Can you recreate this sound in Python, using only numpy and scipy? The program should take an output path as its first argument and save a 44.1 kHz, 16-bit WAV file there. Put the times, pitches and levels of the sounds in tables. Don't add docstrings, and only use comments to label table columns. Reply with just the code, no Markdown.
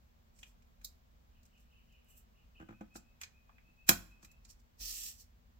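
import sys
import numpy as np
from scipy import signal
from scipy.fft import rfft, irfft
from scipy.io import wavfile
from scipy.ndimage import uniform_filter1d

SR = 44100
rng = np.random.default_rng(int(sys.argv[2]) if len(sys.argv) > 2 else 0)


def wav_out(sig):
    wavfile.write(sys.argv[1], SR, np.round(np.clip(np.atleast_2d(sig).T, -1, 1) * 32767).astype(np.int16))


def undo_db(level):
    steps = np.asarray(level, float) / 20
    return 10 ** steps


N = 246519


def along(points, hz):
    f, v = np.transpose(points)
    return np.interp(np.log(np.maximum(hz, 1)), np.log(f), v)


def unit(x):
    return x / np.sqrt(np.mean(x ** 2))


def fade(t, t60):
    return np.exp(-np.log(1000) * t / np.maximum(t60, 1e-3))


def walk(rate):
    k = int(SR / rate)
    steps = np.repeat(rng.standard_normal(N // k + 1), k)
    return unit(uniform_filter1d(steps, k)[:N])


def add(out, s, x):
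    i = int(s * SR)
    out[..., i:i + x.shape[-1]] += x[..., :N - i]


def colour(x, points):
    hz = np.fft.rfftfreq(x.shape[-1], 1 / SR)
    return irfft(rfft(x) * undo_db(along(points, hz)), x.shape[-1])


def thirds(x, low_hz, high_hz):
    hz = np.fft.rfftfreq(x.shape[-1], 1 / SR)
    spec = rfft(x)
    low = 1 / (1 + (hz / low_hz) ** 22)
    high = 1 / (1 + (high_hz / np.maximum(hz, 1)) ** 16)
    return [unit(irfft(spec * g, x.shape[-1])) for g in (low, 1 - low - high, high)]


def hump(x, centre_hz, sharpness):
    ratio = np.maximum(np.fft.rfftfreq(x.shape[-1], 1 / SR), 1) / centre_hz
    gain = 1 / np.sqrt(1 + (sharpness * (ratio - 1 / ratio)) ** 2)
    return unit(irfft(rfft(x) * gain, x.shape[-1]))


def ringing(x, modes):
    hz = np.fft.rfftfreq(x.shape[-1], 1 / SR)
    lift_db = sum(db / (1 + (2 * (hz - f) / width) ** 2) for f, width, db in modes)
    return irfft(rfft(x) * undo_db(lift_db), x.shape[-1])


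def diffuse(size):
    # f/Hz, correlation
    likeness = [(60, 0.91), (130, 0.69), (290, 0.16), (640, -0.4), (1410, -0.49), (3100, 0.077),
                (6820, -0.22), (15000, -0.016)]
    like = np.clip(along(likeness, np.fft.rfftfreq(size, 1 / SR)), -.99, .99)
    mid, side = rfft(rng.standard_normal((2, size)))
    mid, side = mid * np.sqrt(1 + like), side * np.sqrt(1 - like)
    return irfft(np.array([mid + side, mid - side]), size) / np.sqrt(2)


def hush():
    # f/Hz, relative density/dB per Hz
    hush_colour = [(13, -43.5), (22, -10), (49, -2.5), (66, -5), (90, -12.5), (121, -18), (210, -19),
                   (241, -14.5), (269, -29.5), (407, -30), (550, -27.5), (2370, -36.5), (7730, -44),
                   (8870, -56), (15800, -40)]
    hush_db = -64.5
    rumble, air, hiss = thirds(diffuse(size=N), 130, 1500)
    rumble = np.sqrt(130) * rumble * undo_db(0.92 * walk(8.9))
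    air = np.sqrt(1370) * air * undo_db(0.59 * walk(4.8))
    hiss = np.sqrt(SR / 2 - 1500) * hiss
    x = colour(rumble + air + hiss, hush_colour)
    return undo_db(hush_db) * x / np.sqrt(np.mean(x.mean(axis=0) ** 2))


def room(x):
    # f/Hz, t60/s
    room_decay = [(100, 0.34), (300, 0.26), (1000, 0.18), (3000, 0.15), (8000, 0.12), (15000, 0.11)]
    tail_db, late_db, late_stretch = -8, -17, 3.1
    f, s, spec = signal.stft(diffuse(size=SR // 2), SR, nperseg=256)
    t60 = along(room_decay, f)[:, None]
    early = fade(s[None], t60)
    late = undo_db(late_db) * fade(s[None], late_stretch * t60)
    tail = signal.istft(spec * (early + late), SR, nperseg=256)[1]
    tail = tail * (1 - np.exp(-np.arange(tail.shape[1]) / SR / 0.003))
    tail = undo_db(tail_db) * tail / np.sqrt(np.sum(tail ** 2) / 2)
    return signal.fftconvolve(x, tail, axes=1)[:, :N]


def bird():
    # t/s, length/s, level/dB
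    trilled_notes = [(1.308, .12, -76), (1.511, 0.084, -69.5), (1.69, .14, -68.5), (1.87, .13, -67.5),
                     (2.05, .13, -70.5), (2.336, 0.095, -70.5), (2.544, 0.059, -62)]
    # t/s, length/s, start f/Hz, level/dB
    plain_notes = [(2.72, .065, 2435, -66.5), (2.889, .072, 2480, -65.5), (3.034, .1, 2523, -73.5),
                   (3.318, .08, 2385, -66), (3.47, .13, 2410, -72.5), (3.629, .089, 2574, -68.5),
                   (3.767, .076, 2555, -63.5), (3.937, .09, 2560, -70), (4.085, .071, 2480, -64),
                   (4.266, .075, 2607, -66.5)]
    trill_hz, yard_t60_s, direct_db = 34.54, 0.48, -5.5
    song = [(s, length, 2820, 2650, 263, db) for s, length, db in trilled_notes]
    song = song + [(s, length, hz, 2605, 45, db) for s, length, hz, db in plain_notes]
    out, waver = np.zeros(N), walk(90)
    for s, length, start_hz, end_hz, depth_hz, db in song:
        t = np.arange(int(length * SR)) / SR
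        trill = np.cos(2 * np.pi * trill_hz * t) + 0.22 * waver[int(s * SR):][:len(t)]
        hz = np.linspace(start_hz, end_hz, len(t)) + depth_hz * trill
        tone = np.sin(2 * np.pi * np.cumsum(hz) / SR)
        add(out, s, undo_db(db) * np.sqrt(np.hanning(len(hz))) * tone)
    out = out * undo_db(1.6 * walk(60))
    yard = rng.standard_normal((2, SR)) * fade(np.arange(SR) / SR, yard_t60_s)
    yard = yard / np.sqrt(np.sum(yard ** 2) / 2)
    return undo_db(direct_db) * out + signal.fftconvolve(out[None], yard)[:, :N]


def sway():
    # t/s, level/dB before onset and decay
    shoves = [(0.728, -53.5), (3.9, -46.5), (4.794, -46), (4.952, -69)]
    legs_hz, legs_t60_s = 45, 0.93
    out, t = np.zeros(N), np.arange(SR) / SR
    swing = -np.sin(2 * np.pi * legs_hz * t) * (1 - np.exp(-t / .012)) * fade(t, legs_t60_s)
    for s, db in shoves:
        add(out, s, undo_db(db) * swing)
    return out


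def blows():
    # t/s, level/dB, weight behind it/dB, time between bounces/s, loss per bounce/dB
    knocks = [(2.599, -43.5, 5, .0125, 1.5), (2.688, -42, 2.5, .018, 3.5), (2.809, -38, -5.5, 0.0096, 13),
              (2.955, -39, -4, 0.0082, 13), (3.686, -62, -0.4, .012, 17), (3.889, -21, 3, .0115, 3.5),
              (4.229, -56.5, 6.5, .012, 15), (4.807, -60, 13, .025, 8)]
    return [(s + k * gap, db - k * loss_db, weight_db)
            for s, db, weight_db, gap, loss_db in knocks for k in range(3)]


def desk():
    # f/Hz, level/dB before tilt and scatter, t60/s
    desk_modes = [(80.9, -10, 0.032), (119, -13, 0.13), (182, -6, 0.045), (211.9, 2, 0.046),
                  (323.6, -5, 0.062), (454, -12, 0.024), (525, -12, 0.051), (674, -8.5, 0.026),
                  (812, -10, .05), (890, -19, 0.021), (1024, -16.5, 0.068), (1164, -20, 0.014),
                  (1294, -14, 0.035), (1420, -17, .025), (1500, -11.5, 0.052), (1730, -17.5, 0.013),
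                  (1810, -20.5, 0.015), (2160, -22, 0.03)]
    tilt_db_per_octave, scatter_db = 0.36, 0.86
    out, t = np.zeros(N), np.arange(8192) / SR
    for s, db, weight_db in blows():
        ring = 0
        for k, (f, mode_db, t60) in enumerate(desk_modes):
            mode_db = mode_db + tilt_db_per_octave * np.log2(f / 221) + scatter_db * rng.standard_normal()
            if f < 200:
                mode_db = mode_db + weight_db
            gain = (-1) ** (k + 1) * undo_db(mode_db)
            ring = ring + gain * np.sin(2 * np.pi * f * t) * (1 - np.exp(-t / 0.0028)) * fade(t, t60)
        push = .05 * rng.standard_normal(512) * fade(t[:512], .012)
        push[0] = 1
        add(out, s, undo_db(db) * signal.fftconvolve(ring, push))
    return np.array([np.roll(out, 14), out])


def slides():
    # f/Hz, relative density/dB per Hz
    paper_colour = [(650, -30), (1100, -30), (1260, -17.5), (1590, -29), (1780, -12.5), (2220, -17.5),
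                    (2480, -8.5), (3320, -9.5), (5070, -12), (5480, -5.5), (7650, -14.5), (8950, -11),
                    (14900, -1.5), (15800, -12)]
    # peak t/s, length/s, level/dB, hiss f/Hz, part above 9.7 kHz/dB
    brushes = [(0.363, 0.069, -76, 6900, -8), (0.402, 0.12, -70.5, 7090, -6), (.475, 0.14, -75, 6800, -1),
               (1.46, 0.036, -72.5, 7750, -7), (1.603, 0.11, -79, 6970, 0.5), (2.106, 0.12, -71, 8100, 3.5),
               (2.178, 0.1, -67, 8200, 3.5), (2.963, 0.053, -56.5, 6500, -4.5), (4.24, .08, -70, 5660, -8),
               (4.45, 0.032, -69.5, 6080, -10), (4.503, 0.066, -59, 5470, -6),
               (4.598, 0.05, -77.5, 6240, -8), (5.202, .11, -61, 5550, -1.5)]
    # t/s, level/dB, hiss f/Hz
    page_path = [(4.76, -100, 5570), (4.811, -51, 5100), (4.892, -47, 5400), (4.949, -50.5, 6500),
                 (4.984, -50, 7200), (5.079, -49, 6510), (5.15, -67, 6660), (5.22, -90, 6000)]
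    brush_rise, brush_hold = 0.44, 0.083
    brush_edge_db, brush_low_db = -24.5, -14
    page_low_db, page_high_db = -9, -0.1
    out, t = np.zeros((2, N)), np.arange(N) / SR
    flutter_db = 0.51 * walk(70) + 1.02 * walk(200) + 0.87 * walk(900)
    grains = diffuse(size=N) * undo_db(flutter_db)
    low, mid, high = thirds(colour(grains, paper_colour), 4180, 9700)
    slow, fast = hump(mid, 4600, 2.2), hump(mid, 7560, 15.0)

    def rub(s, db, hiss_hz, low_db, high_db):
        span = slice(int(s[0] * SR), int(s[-1] * SR))
        turn = np.clip((np.interp(t[span], s, hiss_hz) - 4500) / 3500, 0, 1) * np.pi / 2
        hiss = np.cos(turn) * slow[:, span] + np.sin(turn) * fast[:, span]
        sound = undo_db(low_db) * low[:, span] + hiss + undo_db(high_db) * high[:, span]
        add(out, s[0], undo_db(np.interp(t[span], s, db)) * sound)

    for s, length, db, hz, high_db in brushes:
        times = s + length * np.array([-brush_rise, 0, brush_hold, 1 - brush_rise])
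        levels = db + brush_edge_db * np.array([1, 0, 0, 1])
        rub(times, levels, np.full(len(times), hz), brush_low_db, high_db)
    rub(*np.transpose(page_path), page_low_db, page_high_db)
    return out


def ticks():
    # t/s, level/dB, f/Hz, dull part/dB, part above 8.5 kHz/dB
    bright_ticks = [(0.3891, -61.5, 7400, -67.5, -68), (0.8462, -40.5, 4060, -66, -41.5),
                    (1.431, -69, 7000, -86, -72), (1.453, -67, 7500, -81, -73),
                    (1.5774, -73, 6950, -85, -83), (1.9237, -74, 6200, -84, -79),
                    (2.0444, -84, 5980, -83, -72.5), (2.9594, -50.5, 6050, -59, -60.5),
                    (3.214, -44.5, 6900, -44, -49), (3.234, -44.5, 4670, -45, -58),
                    (3.8905, -16.5, 6800, -19.5, -15), (4.2472, -56, 5600, -58.5, -58.5),
                    (4.3144, -65, 7010, -70, -65.5), (4.4503, -57, 6150, -68.5, -75),
                    (4.4938, -69, 5300, -88, -78), (4.8064, -49, 5380, -65, -66)]
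    # t/s, level/dB, f/Hz, bright edge/dB
    dull_taps = [(.4309, -47.5, 2920, -57), (.622, -72.5, 2520, -73), (.814, -65.5, 1790, -69),
                 (3.4934, -56.5, 1050, -91), (3.5824, -60, 1946, -90), (3.8916, -25, 1450, -40),
                 (4.2283, -60, 1500, -58.5)]
    # f/Hz, relative density/dB per Hz
    sheet_colour = [(410, -33.5), (700, -3.5), (2120, -9), (3760, -11), (7510, -5.5), (8230, -11.5),
                    (14400, -4.5), (15800, -15.5)]
    # f/Hz, width/Hz, lift/dB
    sheet_modes = [(1330, 350, 3), (2450, 220, 10), (3333, 260, 7.5), (3990, 300, 8), (5600, 550, 1),
                   (6900, 730, 1.5), (7600, 400, 4), (12100, 830, 3.5), (14450, 1200, 6.5)]
    sheet_t60_s, lead_in_db, lead_in_s = 0.039, -24.5, 0.0067
    tick_dull_hz, tick_sharpness = 2140, 1.7
    edge_hz, tap_sharpness, tap_top_db = 6400, 3, -8.5
    slap_hz, slap_db, slap_edge_db = 1420, -13, -30

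    t = np.arange(-1024, 4096) / SR
    after = np.maximum(t, 0)
    lead_in = undo_db(lead_in_db) * np.exp(-np.abs(t) / lead_in_s)
    burst = lead_in + 1.68 * (1 - np.exp(-after / 0.0015)) ** 2 * fade(after, sheet_t60_s)
    slaps = [(s, db + slap_db, slap_hz, db + slap_edge_db) for s, db, _ in blows()]
    bright = [(s, db, hz, dull_db, tick_dull_hz, high_db, tick_sharpness)
              for s, db, hz, dull_db, high_db in bright_ticks]
    dull = [(s, edge_db, edge_hz, db, hz, edge_db + tap_top_db, tap_sharpness)
            for s, db, hz, edge_db in dull_taps + slaps]

    out = np.zeros((2, N))
    for s, db, bright_hz, dull_db, dull_hz, high_db, sharpness in bright + dull:
        noise = ringing(colour(diffuse(size=len(t)), sheet_colour), sheet_modes)
        low, mid, high = thirds(noise, 3650, 8500)
        sound = undo_db(dull_db) * hump(low, dull_hz, sharpness)
        sound = sound + undo_db(db) * hump(mid, bright_hz, 1.2) + undo_db(high_db) * high
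        add(out, s - .0015 + t[0], burst * sound)
    return out


def ports(x):
    # f/Hz, left minus right/dB
    hands_pan = [(60, 0.5), (110, 1), (200, 1.5), (380, -4), (700, 0.5), (1290, 1.5), (2380, 1),
                 (4400, -5.5), (8120, -4), (15000, 1)]
    left = colour(x[0], [(f, db / 2) for f, db in hands_pan])
    right = colour(x[1], [(f, -db / 2) for f, db in hands_pan])
    return np.array([left, right])


def scene():
    paper, top = ticks() + slides(), desk()
    echoes = room(paper + undo_db(-4.5) * top)
    return ports(paper + top + echoes) + sway() + bird() + hush()


def top_cut(x):
    return signal.sosfilt(signal.butter(12, 16820, fs=SR, output="sos"), x)


def record(dry):
    low_pass = signal.ellip(10, .2, 70, 15800, fs=SR, output="sos")
    mix = signal.sosfilt(low_pass, dry)
    return top_cut(mix)


dry = scene()
out = record(dry)
wav_out(out)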